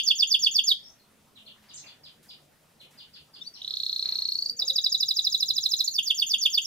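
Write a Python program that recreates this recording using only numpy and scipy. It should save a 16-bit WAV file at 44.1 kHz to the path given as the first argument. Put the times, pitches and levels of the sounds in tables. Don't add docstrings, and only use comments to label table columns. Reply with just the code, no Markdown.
import sys
import numpy as np
from scipy import signal
from scipy.io import wavfile
from scipy.ndimage import uniform_filter1d

SR = 44100
rng = np.random.default_rng(int(sys.argv[2]) if len(sys.argv) > 2 else 0)


def convert_level_to_amplitude(level_db):
    exponent = np.asarray(level_db, float) / 20
    return 10 ** exponent


def materialize(psi):
    bounded = np.clip(np.atleast_2d(psi).T, -1, 1)
    quanta = np.round(bounded * 32767).astype(np.int16)
    wavfile.write(sys.argv[1], SR, quanta)


N = 293706
RUN_IN = 6000


def rms_one(x):
    return x / np.sqrt(np.mean(x ** 2) + 1e-20)


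def at_hz(points, hz):
    table_hz, value = np.transpose(points)
    return np.interp(np.log(hz), np.log(table_hz), value)


def band(x, order, low_hz, high_hz):
    return signal.sosfilt(signal.butter(order, [low_hz, high_hz], "band", fs=SR, output="sos"), x)


def wobble(count, hz):
    lowpass = signal.butter(2, hz, fs=SR, output="sos")
    return rms_one(signal.sosfilt(lowpass, rng.standard_normal(count)))


# (frequency [Hz], level under the note [dB])
OVERTONE_RESPONSE = [(6000, -37.5), (8500, -40.5), (10500, -32.5), (12500, -28.5), (14500, -32.5),
                     (16000, -26.5)]


def add_whistle(out, rows, hoarse, overtones_db, rough):
    s, hz, db = np.transpose(rows)
    at = np.arange(round(s[0] * SR), min(round(s[-1] * SR), N))
    hz = uniform_filter1d(np.interp(at / SR, s, hz), size=31)
    level = uniform_filter1d(convert_level_to_amplitude(np.interp(at / SR, s, db)), size=37)
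    level = level * signal.windows.tukey(len(at), .2)
    phase = 2 * np.pi * np.cumsum(hz) / SR
    tone = np.sin(phase) * (1 - hoarse + hoarse * rough[at])
    for k, overtone_db in enumerate(overtones_db, 2):
        gain = convert_level_to_amplitude(at_hz(OVERTONE_RESPONSE, k * hz) + overtone_db)
        gain = gain * np.clip((17000 - k * hz) / 800, 0, 1)
        rough_part = .85 + .55 * rough[at - k * 999]
        tone += gain * np.sin(k * phase) * rough_part
    out[at + len(out) - N] += level * tone


RISE_FROM_HZ, RISE_S, ARCH_HZ = 5000, .0095, 7030
NOTE_SPREAD, GLIDE_SPREAD_DB = 0.00556, 3
CREEP_HZ_PER_S, DEEPEN_HZ_PER_S, STEEPEN_PER_S = 124, 280, 0.54
FILL_DB_PER_S, RISE_FADE_DB_PER_S = 1.5, 2


def roll(row, start_s, arch_s, upper_hz, middle_db, shoulder_db, lower_hz, swell_ms, fall, drop_hz, drive):
    loud, db, s, low_db, top_db = row
    driven_s = drive * (s - start_s)
    detune = 1 + NOTE_SPREAD * rng.standard_normal()
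    hz = detune * (upper_hz + CREEP_HZ_PER_S * driven_s)
    low_hz = detune * (lower_hz + CREEP_HZ_PER_S * driven_s)
    middle_db = middle_db + FILL_DB_PER_S * driven_s
    middle_db = middle_db + GLIDE_SPREAD_DB * np.sin(rng.uniform(0, 2 * np.pi))
    drop_hz = drop_hz + DEEPEN_HZ_PER_S * driven_s
    fall = fall * (1 + STEEPEN_PER_S * driven_s)
    rise_db = top_db - RISE_FADE_DB_PER_S * driven_s
    top, arch_drop, swell = loud - arch_s, ARCH_HZ - hz, swell_ms / 1000
    fall_hz = fall * swell_ms
    upper = [(top - RISE_S, RISE_FROM_HZ, rise_db - 1),
             (top - .006, ARCH_HZ - 450, rise_db),
             (top, ARCH_HZ, top_db),
             (top + .12 * arch_s, ARCH_HZ - 130, top_db - 5.5),
             (top + 0.52 * arch_s, hz + .51 * arch_drop, top_db + middle_db + 2.0),
             (top + 0.77 * arch_s, hz + 0.22 * arch_drop, db + shoulder_db),
             (loud, hz, db),
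             (loud + 0.0022, hz - 110, db - 2.5),
             (loud + 0.0037, hz - 200, db - 31)]
    lower = [(s - swell - .003, low_hz + 0.45 * fall_hz + 60, low_db - 34.0),
             (s - swell, low_hz + 0.48 * fall_hz, low_db - 12.5),
             (s - .45 * swell, low_hz + .4 * fall_hz, low_db - 2.0),
             (s, low_hz, low_db),
             (s + 0.0028, low_hz - 0.36 * drop_hz, low_db - 4.0),
             (s + 0.0042, low_hz - 0.68 * drop_hz, low_db - 9),
             (s + 0.0099, low_hz - 0.28 * drop_hz, low_db - 34)]
    return upper, lower


ORDER_DB = [14.5, 11.5, 5.5]
# (upper note loudest [s], its level [dB], lower note loudest [s], its level [dB], arch level [dB])
SLOW_ROLLS = [(-0.0285, -11.5, -0.005, -10.5, -30), (0.0905, -10.5, 0.113, -10.5, -30),
              (0.2113, -12, 0.2325, -10.5, -31), (0.329, -11, 0.3495, -10, -30),
              (0.4492, -11, 0.4712, -10.5, -30), (0.5695, -11, 0.593, -11, -29.5)]
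CLOSING_ROLL = [(0.695, -11.5, 0.7198, -12.5, -26.5)]
FAST_ROLLS = [(4.6015, -17.5, 4.625, -17.5, -40.5), (4.686, -16.5, 4.7043, -15, -35),
              (4.7662, -14.5, 4.7876, -14.5, -35), (4.8484, -14.5, 4.8671, -14, -36.5),
              (4.9298, -15.5, 4.9508, -14.5, -33.5), (5.0115, -15.5, 5.0328, -14.5, -34),
              (5.0924, -16.5, 5.1128, -15.5, -36.5), (5.1744, -17, 5.1933, -14, -37),
              (5.254, -18, 5.273, -13.5, -35.5), (5.332, -19.5, 5.3496, -13, -35),
              (5.411, -19, 5.4308, -14, -35), (5.493, -19.5, 5.508, -14, -34.5),
              (5.5707, -20.5, 5.5848, -15, -33), (5.6418, -20.5, 5.6618, -13.5, -34.5),
              (5.723, -18.5, 5.739, -14, -32), (5.799, -23, 5.8089, -13, -31.5)]
BRIDGE_ROLL = [(5.864, -28, 5.8813, -14.5, -24.5)]
RETURN_ROLLS = [(5.9666, -18.5, 5.991, -13.5, -35), (6.0846, -16.5, 6.1095, -12.5, -32),
                (6.2013, -15, 6.2273, -13, -32.5), (6.3212, -14.5, 6.3442, -12, -29),
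                (6.439, -14.5, 6.4624, -10.5, -30), (6.5546, -12.5, 6.583, -12, -33.5),
                (6.673, -11, 6.7, 0, -33)]
SLOW = dict(arch_s=.0505, upper_hz=4440, middle_db=.2, shoulder_db=-7.5,
            lower_hz=3290, swell_ms=10.5, fall=56, drop_hz=880, drive=0)
CLOSING = dict(arch_s=.0505, upper_hz=4370, middle_db=-3.5, shoulder_db=-4,
               lower_hz=3400, swell_ms=20.5, fall=53, drop_hz=480, drive=0)
FAST = dict(arch_s=.0275, upper_hz=4695, middle_db=-3, shoulder_db=-4.5,
            lower_hz=3860, swell_ms=7.2, fall=38, drop_hz=556, drive=0.75)
BRIDGE = dict(arch_s=.015, upper_hz=5500, middle_db=-14, shoulder_db=-10,
              lower_hz=4360, swell_ms=5.2, fall=110, drop_hz=600, drive=0)
RETURN = dict(arch_s=.0495, upper_hz=4465, middle_db=-0.5, shoulder_db=-9,
              lower_hz=3244, swell_ms=9.25, fall=81, drop_hz=823, drive=0)
# (time [s], overtone level [dB])
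FACING = [
    (0.7, -4),
    (4.6, -3.5),
    (5.2, -1.5),
    (5.6, 1),
]
ROLL_ROUGHNESS = .07


def add_rolls(out, rough):
    phrases = [(SLOW_ROLLS, SLOW), (RETURN_ROLLS, RETURN), (FAST_ROLLS, FAST),
               (CLOSING_ROLL, CLOSING), (BRIDGE_ROLL, BRIDGE)]
    for rows, shape in phrases:
        for row in rows:
            upper, lower = roll(row, rows[0][0], **shape)
            overtones_db = np.array(ORDER_DB) + np.interp(row[0], *np.transpose(FACING))
            add_whistle(out, upper, ROLL_ROUGHNESS, overtones_db, rough)
            if lower[0][0] < N / SR:
                add_whistle(out, lower, ROLL_ROUGHNESS, overtones_db - 4, rough)


TRILL = [3.6193, 3.6476, 3.679, 3.7088, 3.74, 3.7714, 3.8024, 3.835, 3.8656, 3.897, 3.9298, 3.963, 3.9956,
         4.0275, 4.0586, 4.0912, 4.1247, 4.1571, 4.189, 4.2222, 4.2547, 4.2892, 4.3222, 4.3549, 4.3895,
         4.4246, 4.4612, 4.4978]
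# (time [s], pitch [Hz], level [dB])
EFFORT = [
    (3.62, 3860, -26.5),
    (3.689, 4167, -19.5),
    (3.85, 4220, -16.5),
    (4.1, 4264, -16),
    (4.3, 4328, -15.5),
    (4.42, 4540, -16),
    (4.5, 4710, -16),
]
CHIP_RISE_HZ, CHIP_NARROW_HZ_PER_S, CHIP_OVER_HZ = 1220, 825, 110
CHIP_HOLD_S_PER_S = 0.0014
CHIP_THIRD_DB = -14
BREATH_DB, BREATH_HZ = -32, 2350


def add_trill(out, rough):
    at, pitch_hz, level_db = np.transpose(EFFORT)
    for s in TRILL:
        hz, db = np.interp(s, at, pitch_hz), np.interp(s, at, level_db)
        rise = CHIP_RISE_HZ - CHIP_NARROW_HZ_PER_S * (s - TRILL[0])
        over = CHIP_OVER_HZ * rise / CHIP_RISE_HZ
        hold = CHIP_HOLD_S_PER_S * (s - TRILL[0])
        breath_db, third_db = db + BREATH_DB, 2 * db + CHIP_THIRD_DB
        rough_part = [(s - .017, hz + BREATH_HZ, breath_db + 7),
                      (s - .013, hz + 0.72 * BREATH_HZ, breath_db),
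                      (s - .008, hz + 0.23 * BREATH_HZ, breath_db + 15.5),
                      (s - .005, hz + 400, breath_db)]
        chip = [(s - .0035, hz - rise, db - 33),
                (s - .0015, hz - .5 * rise, db - 5),
                (s, hz - 0.073 * rise, db - .6),
                (s + 0.0029 + hold, hz + 1.46 * over, db - 8.0),
                (s + 0.00384 + hold, hz + 1.3 * over, db - 23)]
        third = [(s - .001, 3 * hz - 200, third_db - 5),
                 (s + 0.00088, 3 * hz + 100, third_db),
                 (s + 0.0036, 3 * hz + 150, third_db - 10),
                 (s + 0.027, 3 * hz, third_db - 11)]
        chip_overtones_db = np.array(ORDER_DB) + db + [4, 3, 11]
        add_whistle(out, rough_part, .7, [], rough)
        add_whistle(out, chip, .04, chip_overtones_db, rough)
        add_whistle(out, third, .6, [], rough)


SNAP_DB, SNAP_S, SNAP_LOW_HZ, SNAP_TOP_HZ = -28.5, 0.0028, 4800, 13500


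def throat_snaps():
    out, t = np.zeros(RUN_IN + N), np.arange(300) / SR
    puff = np.e * t / SNAP_S * np.exp(-t / SNAP_S)
    at, _, level_db = np.transpose(EFFORT)
    for s, db in zip(TRILL, np.interp(TRILL, at, level_db)):
        i = RUN_IN + round((s - SNAP_S) * SR)
        out[i:i + len(t)] += convert_level_to_amplitude(db + SNAP_DB) * rng.standard_normal(len(t)) * puff
    return band(out, 2, SNAP_LOW_HZ, SNAP_TOP_HZ)


# (time [s], pitch [Hz], level [dB])
LEAD_IN = [
    [(3.408, 3400, -56), (3.416, 3570, -37), (3.425, 3640, -38), (3.43, 3444, -51)],
    [(3.44, 3830, -56), (3.452, 3930, -50), (3.465, 4480, -42), (3.477, 4620, -29.5), (3.488, 4580, -57),
     (3.495, 4600, -87)],
]


def canary():
    out, rough = np.zeros(RUN_IN + N), wobble(N, hz=544)
    add_rolls(out, rough)
    add_trill(out, rough)
    out += throat_snaps()
    for rows in LEAD_IN:
        add_whistle(out, rows, .05, [14, -6], rough)
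    small_beak = signal.butter(6, 2250, "high", fs=SR, output="sos")
    return signal.sosfilt(small_beak, out)


def tails(x, parts):
    t = np.arange(SR // 2) / SR
    onset = np.clip(t / 0.0011, 0, 1)
    shape = 0
    for db, t60 in parts:
        decay = onset * convert_level_to_amplitude(-60 * t / t60)
        shape = shape + convert_level_to_amplitude(db) * decay / np.sqrt(np.sum(decay ** 2))
    noise = rng.standard_normal((2, len(t)))
    return signal.fftconvolve(x[None], shape * noise, axes=1)[:, :len(x)]


# (time [s], left-right difference [dB])
HEAD = [(0.0, -5.5), (0.85, -3), (3.3, -3), (3.41, 8.5), (3.67, -4), (4.43, 0), (4.64, -2.5), (5.75, -5),
        (6.66, -2.5)]
# (delay [ms], left level [dB], right level [dB])
ECHOES = [(2.8, -6, -10), (6.1, -17, -14), (8.2, -16, -20), (10.6, -15, -17), (12.3, -18, -16),
          (14.6, -17, -21), (21.3, -23, -21)]
RIGHT_LAG = 2
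PORCH_DB, PORCH_T60_S, YARD_DB, YARD_T60_S = -7, 0.13, -17, .38


def porch(x):
    s, pan_db = np.transpose(HEAD)
    half_db = np.interp((np.arange(len(x)) - RUN_IN) / SR, s, pan_db) / 2
    out = np.array([x * convert_level_to_amplitude(half_db), np.roll(x, RIGHT_LAG) * convert_level_to_amplitude(-half_db)])
    for ms, left_db, right_db in ECHOES:
        for ear, db in enumerate((left_db, right_db)):
            lag = round(ms * SR / 1000) + rng.integers(-4, 5)
            out[ear, lag:] += convert_level_to_amplitude(db) * x[:-lag]
    out += tails(x, [(PORCH_DB, PORCH_T60_S), (YARD_DB, YARD_T60_S)])
    return out[:, RUN_IN:]


# (time [s], length [s], start pitch [Hz], end pitch [Hz], level [dB])
SPARROWS = [(1.358, 0.043, 3980, 2815, -44), (1.462, 0.033, 4250, 2836, -41.5),
            (1.689, 0.039, 4790, 2890, -43), (1.735, 0.021, 6250, 8370, -37),
            (1.755, 0.04, 6650, 5680, -42), (1.763, 0.03, 6420, 3560, -40),
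            (1.837, 0.0087, 2670, 2000, -41.5), (1.864, 0.05, 4580, 2830, -42),
            (2.036, 0.061, 4850, 2780, -42.5), (2.288, 0.041, 4950, 2816, -39.5),
            (2.798, .05, 4150, 2470, -45), (2.977, 0.058, 4810, 2780, -43), (3.136, 0.055, 4830, 2836, -41),
            (3.335, 0.055, 4830, 2880, -43.5), (3.535, 0.064, 5580, 2970, -40),
            (0.831, 0.066, 5280, 5630, -45.5), (0.878, 0.031, 6430, 5920, -53),
            (0.987, 0.033, 4400, 4120, -56.5), (3.415, 0.053, 5500, 6060, -51.5)]
# (delay [ms], level [dB])
HOUSE_ECHOES = [
    (22, -3),
    (41, -6.5),
]
HOARSE, HOARSE_PER_OCTAVE = 0.27, 0.31
SPARROW_DIRECT_DB, SPARROW_NEAR_T60_S, SPARROW_FAR_T60_S = -26.5, 0.13, 0.37


def sparrows():
    out, rough = np.zeros(N), wobble(N, hz=280)
    for s, length, from_hz, to_hz, db in SPARROWS:
        octaves = abs(np.log2(from_hz / to_hz))
        hoarse = np.clip(HOARSE + HOARSE_PER_OCTAVE * octaves, 0, 1)
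        chirp = [(s - .007, from_hz, db - 12),
                 (s + .1 * length, from_hz, db),
                 (s + .25 * length, .55 * from_hz + .45 * to_hz, db + 1),
                 (s + .6 * length, to_hz, db - 4),
                 (s + .72 * length, to_hz, db - 20)]
        add_whistle(out, chirp, hoarse, [], rough)
    out = out + sum(convert_level_to_amplitude(db) * np.roll(out, round(ms * SR / 1000)) for ms, db in HOUSE_ECHOES)
    reverb = tails(out, [(-3, SPARROW_NEAR_T60_S), (-8.5, SPARROW_FAR_T60_S)])
    return convert_level_to_amplitude(SPARROW_DIRECT_DB) * out + reverb


# (time [s], length [s], centre [Hz], level [dB])
RUSTLES = [
    (1.622, 0.21, 1800, -62.5),
    (1.625, 0.025, 8000, -67),
    (1.839, 0.11, 1190, -61),
    (2.226, 0.088, 7000, -60.5),
    (2.81, .05, 7960, -65),
    (2.906, 0.095, 6000, -63.5),
    (2.932, 0.064, 1220, -62.5),
    (4.044, 0.21, 1680, -56.5),
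    (4.595, 0.13, 750, -55),
]


def rustles():
    out, t = np.zeros((2, N)), np.arange(SR // 4) / SR
    for s, length, hz, db in RUSTLES:
        crackle = rng.standard_normal(len(t)) * convert_level_to_amplitude(0.86 * rng.standard_normal(len(t)))
        grain = crackle + .5 * rng.standard_normal((2, len(t)))
        puff = band(grain, 2, hz / 4.6, min(hz * 2.16, 18000))
        swell = np.clip(t / 0.0034, 0, 1) * np.exp(-(t / length) ** 2)
        i = round(s * SR)
        out[:, i:i + len(t)] += convert_level_to_amplitude(db) * rms_one(puff) * swell
    return out


# (time [s], pitch [Hz], rms level [dB])
DOVE = [
    (4.38, 395, -69),
    (4.452, 405, -72),
    (4.6, 514, -65),
    (4.726, 538, -57.5),
    (4.8, 555, -70.5),
    (4.95, 528, -64.5),
    (5.0, 520, -79),
]


def dove():
    s, hz, db = np.transpose(DOVE)
    t = np.arange(N) / SR
    level_db = np.interp(t, s, db, left=-140, right=-140) + 1.5 + 3 * wobble(N, hz=14)
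    return convert_level_to_amplitude(level_db) * np.sin(2 * np.pi * np.cumsum(np.interp(t, s, hz)) / SR)


# (peak time [s], half-width [s], pitch [Hz], level [dB])
HUM_SWELLS = [(0.1, .5, 211, -67), (1.4, .35, 212, -63.5), (1.4, 0.13, 250, -67), (2.1, 0.5, 148.3, -64.5),
              (2.9, .5, 148, -67), (2.75, .2, 176, -72), (3.45, 0.16, 176, -72.5),
              (4.5, 0.87, 118.6, -68.5), (5.6, 0.16, 118.6, -66), (5.55, 0.4, 146, -68),
              (6.3, 0.53, 230, -71.5)]


def idling_engine():
    out, t = np.zeros(N), np.arange(N) / SR
    for s, width, hz, db in HUM_SWELLS:
        waver_db, waver_hz = 3 * wobble(N, hz=5), 2.5 * wobble(N, hz=6)
        swell = convert_level_to_amplitude(db - 1.5 + waver_db) * np.exp(-((t - s) / width) ** 2)
        out += swell * np.sin(2 * np.pi * np.cumsum(hz + waver_hz) / SR)
    return out


# (frequency [Hz], level per Hz [dB])
AIR = [(20, -70.5), (70, -8), (200, -4), (320, -10.5), (530, -9), (800, -13), (6740, -21.5), (16000, -23.5)]
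# (frequency [Hz], likeness [0-1])
LIKENESS = [(60, 0.68), (180, 0.92), (550, 0.4), (1650, 0.53), (4970, .62), (15000, .1)]
AIR_DB = -62.5


def town_air():
    out, edges = 0, 22 * 2 ** np.arange(0, 9.6, .5)
    white = rng.standard_normal((2, 2, N))
    for k, (low, high) in enumerate(zip(edges, edges[1:])):
        mid, side = band(white[k % 2], 2, low, high)
        hz = np.sqrt(low * high)
        alike = np.clip(at_hz(LIKENESS, hz), -1, 1)
        flicker_db = (1 + 2 * (hz < 2000)) * wobble(N, hz=9)
        gain = convert_level_to_amplitude(at_hz(AIR, hz) + flicker_db)
        out = out + gain * (np.sqrt(1 + alike) * mid + np.sqrt(1 - alike) * side * [[1], [-1]])
    return convert_level_to_amplitude(AIR_DB) * rms_one(out)


WIND_DB = -86.5


def wind():
    own = [wobble(N, hz=55) * convert_level_to_amplitude(4.2 * wobble(N, hz=3)) for ear in range(2)]
    shared = 1.2 * wobble(N, hz=44.4)
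    return convert_level_to_amplitude(WIND_DB) * (np.array(own) + shared)


def scene():
    song = convert_level_to_amplitude(-0.5) * porch(canary())
    far_birds = sparrows() + dove()
    return song + far_birds + rustles() + idling_engine() + town_air() + wind()


def top_cut(x):
    return signal.sosfilt(signal.butter(12, 16730, fs=SR, output="sos"), x)


# (low edge [Hz], high edge [Hz], readiness)
DROPOUTS = [(550, 850, .1), (850, 1200, 1.2), (1200, 1550, .4), (1550, 1950, .8), (1950, 2400, .1),
            (7900, 8700, .3), (8700, 9600, .1), (12500, 13400, .1)]


def record(dry):
    loud_db = 10 * np.log10(uniform_filter1d(np.mean(dry ** 2, axis=0), size=6000) + 1e-12)
    demand = np.clip((loud_db + 29.5) / 4, -4, .55)
    edge = 1 - signal.windows.tukey(N, .012)
    mix = dry
    for low, high, ready in DROPOUTS:
        patches = demand - 4 * edge + ready - 1 + .7 * wobble(N, hz=12)
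        shut = np.clip(2 * patches, 0, .95)
        weak = signal.butter(3, [low * .95, high * 1.05], "band", fs=SR, output="sos")
        mix = mix - shut * signal.sosfiltfilt(weak, mix)
    mix = signal.sosfilt(signal.cheby2(12, 50, 16300, fs=SR, output="sos"), mix)
    return top_cut(mix)


dry = scene()
out = record(dry)
materialize(out)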